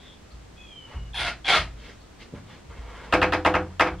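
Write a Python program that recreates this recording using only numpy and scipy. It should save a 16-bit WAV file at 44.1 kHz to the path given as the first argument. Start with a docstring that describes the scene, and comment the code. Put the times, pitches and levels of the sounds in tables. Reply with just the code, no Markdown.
"""Six quick hammer knocks on a timber frame in a small wooden coop, a few metres from a stereo microphone.
Each blow pings the steel head, cracks against the wood and sets the lumber and plank walls ringing.
Before the knocks comes a thin squeal, then a nail screeches twice, sticking and slipping as it is pried.
Around the work, boots bump the hollow floor, clothes and wood rub and tools clink in still air."""
import sys
import numpy as np
from scipy import signal
from scipy.fft import rfft, irfft, next_fast_len
from scipy.io import wavfile

SR = 44100
rng = np.random.default_rng(int(sys.argv[2]) if len(sys.argv) > 2 else 0)


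def store_wav(level_fs):
    """Save 16-bit WAV to argv[1]."""
    pcm = np.round(np.clip(np.atleast_2d(level_fs), -1, 1) * 32767)
    wavfile.write(sys.argv[1], SR, pcm.T.astype(np.int16))


N = 176400
TIME = np.arange(N) / SR


def amp(db):
    """Decibels to gain."""
    return 10 ** (np.asarray(db) / 20)


def unit_rms(x):
    """Scale to unit power."""
    return x / np.sqrt(np.mean(x ** 2) + 1e-20)


def at_hz(points, hz):
    """Read a table on a log-frequency axis."""
    freqs, values = np.transpose(points)
    return np.interp(np.log(np.maximum(hz, 1)), np.log(freqs), values)


def resonance_db(hz, centre_hz, width_hz, peak_db):
    """Gain of one resonance at a frequency."""
    return peak_db / (1 + (2 * (hz - centre_hz) / width_hz) ** 2)


def colour(x, spectrum, peaks=(), keep_power=True):
    """Causal filter from a broad spectrum and resonances; by default white noise keeps its power."""
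    size = next_fast_len(N + SR)
    hz = np.arange(size // 2 + 1) * SR / size
    gain = amp(at_hz(spectrum, hz) + sum(resonance_db(hz, *peak) for peak in peaks))
    cepstrum = irfft(np.log(unit_rms(gain) if keep_power else gain), size)
    cepstrum[1:size // 2] *= 2  # fold to minimum phase
    cepstrum[size // 2 + 1:] = 0
    return irfft(rfft(x, size) * np.exp(rfft(cepstrum)), size)[..., :N]


def through(x, response):
    """Play a signal through a mono or stereo response."""
    return signal.fftconvolve(np.atleast_2d(x), np.atleast_2d(response), axes=1)[:, :N]


def stereo(mid, side, side_spectrum):
    """Left and right from mid and side."""
    return mid + colour(side, side_spectrum, keep_power=False) * np.array([[1], [-1]])


def butter(x, hz, kind="low"):
    """A gentle Butterworth filter."""
    return signal.sosfilt(signal.butter(2, hz, kind, fs=SR, output="sos"), x)


def drift(rate_hz):
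    """Random wander of unit power."""
    return unit_rms(butter(rng.standard_normal(N), rate_hz))


def contacts(rows):
    """One click per row of start_s, level_db and optional hardness_hz; softer contacts are duller."""
    clicks = np.zeros(N)
    for start_s, db, *hardness in rows:
        pole = np.exp(-2 * np.pi * hardness[0] / SR) if hardness else 0.
        pulse = (1 - pole) * pole ** np.arange(SR // 20)
        i = int(start_s * SR)
        clicks[i:i + len(pulse)] += amp(db) * pulse[:N - i]
    return clicks


def ringing(modes, rise_s):
    """Response of a struck body whose modes build over the rise time."""
    rings = sum((-1) ** k * amp(db - 60 * TIME / t60) * np.sin(2 * np.pi * hz * TIME)
                for k, (hz, db, t60) in enumerate(modes))
    return rings * (1 - np.exp(-TIME / rise_s))


# Room tone at the microphone, and its side against mid: freq_hz, gain_db
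AIR_SPECTRUM = [(20, -5), (55, 5.5), (100, 1), (400, -9.5), (1000, -15), (3200, -22), (8000, -30.5),
                (9500, -38.5), (15000, -48)]
AIR_WIDTH = [(60, -32), (130, -10), (290, -0.5), (3000, -3.5), (8000, 3), (15000, 5)]

def still_air(level_db=-49.5):
    """The air in the coop is a faint, low, steady noise."""
    mid, side = colour(rng.standard_normal((2, N)), AIR_SPECTRUM)
    return amp(level_db) * stereo(mid, side, AIR_WIDTH)


# Decay inside the coop: freq_hz, t60_s
COOP_DECAY = [(100, 1), (300, 0.38), (700, 0.28), (2000, 0.24), (5000, 0.23), (12000, 0.22)]
# Side against mid at the microphone: freq_hz, gain_db
COOP_WIDTH = [(60, -65), (200, -10.5), (500, -27.5), (1300, -20), (2400, -15), (4400, -3), (8000, 3),
              (14000, 15)]
# The worker's body screens the first sound from the microphone: freq_hz, gain_db
BODY_SHADOW = [(300, -5.5), (800, -1), (1800, -5.5), (3500, -0.5), (6000, -15.5), (12000, 0.5)]
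# Strong echoes off the walls: delay_s, gain
WALL_ECHOES = [(0.0143, 0.23), (.026, 0.08)]

def coop(bloom_s=.011, bloom_decay_s=.057, smear_s=.00086, echo_cut_hz=3300):
    """Stereo response from one spot: a screened start, a bloom of reflections, a tail dying by band."""
    t, edges, tail = TIME[:SR], np.geomspace(40, 18000, 13), 0
    bloom = 1 + .75 * np.exp(-np.maximum(t - bloom_s, 0) / bloom_decay_s)
    for low, high in zip(edges, edges[1:]):
        hz = np.sqrt(low * high)
        band = butter(rng.standard_normal((2, SR)), [low, high], "band")
        shadow_db = at_hz(BODY_SHADOW, hz) * (t < bloom_s)
        tail += band * bloom * amp(shadow_db - 60 * t / at_hz(COOP_DECAY, hz))
    tail /= np.linalg.norm(tail, axis=1, keepdims=True)
    mid, side = np.pad(tail, ((0, 0), (0, N - SR)))
    for delay_s, gain in WALL_ECHOES:  # rough planks spread and dull each echo
        smear = np.exp(-np.abs(TIME - delay_s) / smear_s) * (TIME >= delay_s)
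        echo = butter(rng.standard_normal(N) * smear, echo_cut_hz)
        mid += gain * echo / np.linalg.norm(echo)
    return stereo(mid, side, COOP_WIDTH)[:, :SR]


def shifting_paths(x, rooms):
    """A moving contact reaches the microphone by two paths through the room in turn."""
    turn = drift(rate_hz=21.1)
    return through(x * np.cos(turn), rooms[0]) + through(x * np.sin(turn), rooms[1])


def rubbing(strokes, spectrum, grains_per_s=5000, spread_db=1.5, clump_db=2.2):
    """Dense friction grains swell and fade with each stroke, catching and letting go in clumps."""
    level = sum(amp(db) * np.interp(TIME, [start, start + rise, start + rise + fall], [0, 1, 0])
                for start, rise, fall, db in strokes)
    hits = rng.random(N) < grains_per_s / SR
    grains = hits * amp(spread_db * rng.standard_normal(N)) * rng.choice([-1, 1], N)
    clumps = amp(clump_db * drift(rate_hz=130))
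    return colour(level * unit_rms(grains * clumps), spectrum)


# Wood dragged on wood; swishes of sleeve and tool belt: start_s, rise_s, fall_s, level_db
WOOD_DRAGS = [(.83, 0.096, 0.083, -47), (2.325, 0.029, 0.032, -46.5), (2.43, 0.064, 0.13, -53.5),
              (2.685, 0.0074, 0.17, -51), (2.74, 0.23, 0.54, -45.5), (3.67, 0.033, .05, -55.5)]
CLOTH_SWISHES = [(-.06, 0.065, 0.15, -56.5), (1.74, 0.12, 0.092, -47.5), (2.178, 0.027, 0.023, -42.5),
                 (2.44, .06, 0.11, -52)]
# Tone of the drags, the swishes and wood set down softly: freq_hz, gain_db
DRAG_SPECTRUM = [(60, 0), (350, 0), (1000, 3.5), (2300, -3.5), (4000, -13), (8000, -26), (15000, -54)]
SWISH_SPECTRUM = [(100, -3.5), (400, 2), (900, -8), (1900, 1), (3400, -2.5), (5500, -11), (15000, -44)]
THUD_SPECTRUM = [(50, -21), (110, -2), (220, -5), (600, -18), (900, -38), (15000, -72)]
# Small clinks of tools: start_s, level_db
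TOOL_CLINKS = [(.305, -29), (2.003, -31)]
# Modes of a tool: pitch_hz, level_db, t60_s
TOOL_MODES = [(1277, -20, 0.058), (4400, -11, 0.0061)]

def handling(thud_s=2.323, thud_db=-8):
    """Wood and clothes rub, a piece of wood is set down and knocked tools ring briefly."""
    rubs = rubbing(WOOD_DRAGS, DRAG_SPECTRUM) + rubbing(CLOTH_SWISHES, SWISH_SPECTRUM)
    thud = colour(contacts([(thud_s, thud_db)]), THUD_SPECTRUM)
    clinks = through(contacts(TOOL_CLINKS), ringing(TOOL_MODES, rise_s=1 / SR))
    return rubs + thud + clinks


# Boots on the coop floor: start_s, level_db, hardness_hz
BOOT_BUMPS = [(.32, -13, 68), (.945, -2.5, 89.5), (1.19, -6.5, 60), (1.575, -5.5, 204), (2.675, -11, 69),
              (2.77, -4.5, 39.7), (3.91, -7.5, 150)]
# Modes of the hollow floor: pitch_hz, level_db, t60_s
FLOOR_MODES = [(34.3, -42, 2.8), (54.16, -25, 1.24), (71.1, -11.5, 0.11), (88.6, -31, 0.65),
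               (122.3, -29, 0.71), (172.8, -31, 0.47)]

def boots():
    """Soft bumps set the hollow floor booming."""
    return through(contacts(BOOT_BUMPS), ringing(FLOOR_MODES, rise_s=.02))


# Thin squeal, faint at the microphone: time_s, pitch_hz, level_db
SQUEAL_GLIDE = [(0.564, 841, -56), (.64, 843, -60.5), (0.719, 794.5, -59.5), (0.789, 761.5, -66.5),
                (0.861, 732, -71.5), (1.081, 723, -76)]
# Its partials: harmonic_number, gain_db
SQUEAL_HARMONICS = [(3, 2), (4, 3.5), (8, -12)]

def squeal(waver=.014):
    """A wavering squeal sinks in pitch and swells as it passes a resonance."""
    times, hz, db = np.transpose(SQUEAL_GLIDE)
    pitch = np.interp(TIME, times, hz)
    phase = 2 * np.pi * np.cumsum(pitch * (1 + waver * drift(rate_hz=220))) / SR
    level = amp(np.interp(TIME, times, db)) * (TIME > times[0]) * (TIME < times[-1])
    tone = 0
    for k, gain_db in SQUEAL_HARMONICS:
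        boost_db = resonance_db(k * pitch, centre_hz=2990, width_hz=345, peak_db=17.3)
        tone += amp(gain_db + boost_db) * np.sin(k * phase)
    return level * tone


# Squeaks of the nail in the wood: start_s, length_s, start_hz, end_hz, level_db
NAIL_SQUEAKS = [(-.03, 0.18, 3520, 3450, -53), (1.133, .11, 3330, 3450, -32),
                (1.139, 0.088, 9800, 9260, -51), (1.232, 0.055, 1620, 1345, -34),
                (1.266, 0.015, 2600, 2700, -34), (1.442, 0.12, 3330, 3475, -26),
                (1.465, 0.0215, 2330, 2230, -22.5), (1.477, 0.077, 620, 922, -31.5),
                (1.505, 0.046, 1480, 1185, -21.5), (3.977, 0.075, 3350, 3430, -51)]

def nail_squeaks(roughness=.048):
    """The nail locks onto one mode for a moment: a rough note that glides as the load shifts."""
    notes = 0
    for start_s, length_s, start_hz, end_hz, db in NAIL_SQUEAKS:
        along = np.clip((TIME - start_s) / length_s, 0, 1)
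        pitch = (start_hz + (end_hz - start_hz) * along) * (1 + roughness * drift(rate_hz=396))
        swell = np.abs(np.sin(np.pi * along)) ** .5
        flutter = 1 + .5 * drift(rate_hz=158)
        notes += amp(db) * swell * flutter * np.sin(2 * np.pi * np.cumsum(pitch) / SR)
    return notes


# Two pulls on the nail, a few metres off, one list each: time_s, level_db, slips_per_s
NAIL_PULLS = [
    [(1.139, -29, 806), (1.19, -31.5, 758), (1.245, -31.5, 715), (1.281, -25, 690), (1.297, -54, 670)],
    [(1.447, -26, 810), (1.47, -27.5, 746), (1.486, -19.5, 780), (1.52, -22, 710), (1.548, -21.5, 636),
     (1.575, -23, 620), (1.618, -39.5, 630)],
]
# Resonances of nail and board: centre_hz, width_hz, peak_db
NAIL_RESONANCES = [(810, 200, 4), (2170, 400, 3.5), (3500, 500, -5)]
# Broad tone of the screech: freq_hz, gain_db
SCREECH_SPECTRUM = [(60, -9.5), (170, -2), (300, -2), (700, -1), (1500, 2), (3000, 2), (4300, -1),
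                    (6000, -14), (8500, -22.5), (10500, -25), (12000, -53)]

def nail_slips(spread_db=6.5, jitter=.08):
    """The pried nail sticks and slips unevenly, hundreds of times a second, shaking the board."""
    slips = np.zeros(N)
    for pull in NAIL_PULLS:
        times, db, rate = np.transpose(pull)
        now = times[0]
        for late, size in rng.standard_normal((400, 2)):
            if now < times[-1]:
                period = 1 / np.interp(now, times, rate)
                slip_db = np.interp(now, times, db) + spread_db * (size - 1)
                slips[int(now * SR)] += amp(slip_db) * np.sqrt(period * SR)
                now += period * np.exp(jitter * late)
    return colour(slips, SCREECH_SPECTRUM, NAIL_RESONANCES)


def nail_screech(surge_db=4.5):
    """The nail's slips and squeaks surge together in level."""
    return (nail_slips() + nail_squeaks()) * unit_rms(amp(surge_db * np.tanh(drift(rate_hz=85))))


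def blow(knock, crush_gain=.28, crush_s=.0012):
    """One knock clicks and briefly crushes wood fibres, which gives it a colour of its own."""
    click = contacts([knock])
    fibres = rng.standard_normal(N) * np.exp(-TIME / crush_s)
    return click + crush_gain * through(click, fibres / np.linalg.norm(fibres))[0]


# Six knocks and a light rebound, a few metres from the microphone: start_s, level_db, hardness_hz
HAMMER_KNOCKS = [(3.125, 3, 6500), (3.216, 1.6, 5430), (3.3226, -1.5, 6600), (3.449, 3, 6400),
                 (3.540, -0.54, 2960), (3.796, 3, 7600), (3.860, -8.5, 3300)]
# Modes of the timber frame: pitch_hz, level_db, t60_s
FRAME_MODES = [(86, -33, 0.94), (184.9, -35.5, 0.76), (301.5, -30.5, 0.99), (324.1, -26, 0.63),
               (373.7, -32, 0.86), (504.8, -24.5, 0.74), (666, -29, 0.26), (737.5, -19.5, 0.15),
               (828, -14.5, 0.067), (922.6, -25, 0.2), (1078, -23.5, 0.19), (1213, -23, 0.11),
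               (2326, -18.5, 0.15), (2553, -18, 0.13)]
# Dense crack of the wood: freq_hz, gain_db
CRACK_SPECTRUM = [(50, -6.5), (240, -11), (400, -6.5), (800, 3.5), (1400, -1.5), (2400, -4.5),
                  (3500, -15.5), (4800, -19), (10000, -38), (15000, -51)]
PING_HZ, PING_T60_S, PING_DB = 3430, .016, -25
FRAME_RISE_S, FREE_RING_S, CHOKE_DB_PER_S = .018, .084, 207

def hammer(room, crack_db=11, frame_db=-.5):
    """Each knock gives a steel ping, a dense crack and a ringing frame whose two deepest modes last."""
    blows = sum(blow(knock) for knock in HAMMER_KNOCKS)
    crack = amp(crack_db) * through(colour(blows, CRACK_SPECTRUM), room)
    ping = amp(PING_DB - 60 * TIME / PING_T60_S) * np.sin(2 * np.pi * PING_HZ * TIME)
    choke = amp(-CHOKE_DB_PER_S * np.maximum(TIME - FREE_RING_S, 0))
    frame = ringing(FRAME_MODES[:2], FRAME_RISE_S) + choke * ringing(FRAME_MODES[2:], FRAME_RISE_S)
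    return crack + through(blows, ping + amp(frame_db) * frame)


def scene(direct_gain=.64):
    """The work as it reaches the microphone; part of the screech comes straight across the coop."""
    knocks = hammer(coop())
    rooms = coop(), coop()
    screech = nail_screech()
    rustle = handling()
    air = still_air()
    reflected = shifting_paths(rustle + squeal() + screech, rooms)
    return air + boots() + reflected + direct_gain * screech + knocks


def record(dry):
    """A steep low-pass cuts the treble above 15.7 kHz."""
    return signal.sosfilt(signal.ellip(10, .2, 80, 15700, fs=SR, output="sos"), dry)


dry = scene()
out = record(dry)
store_wav(out)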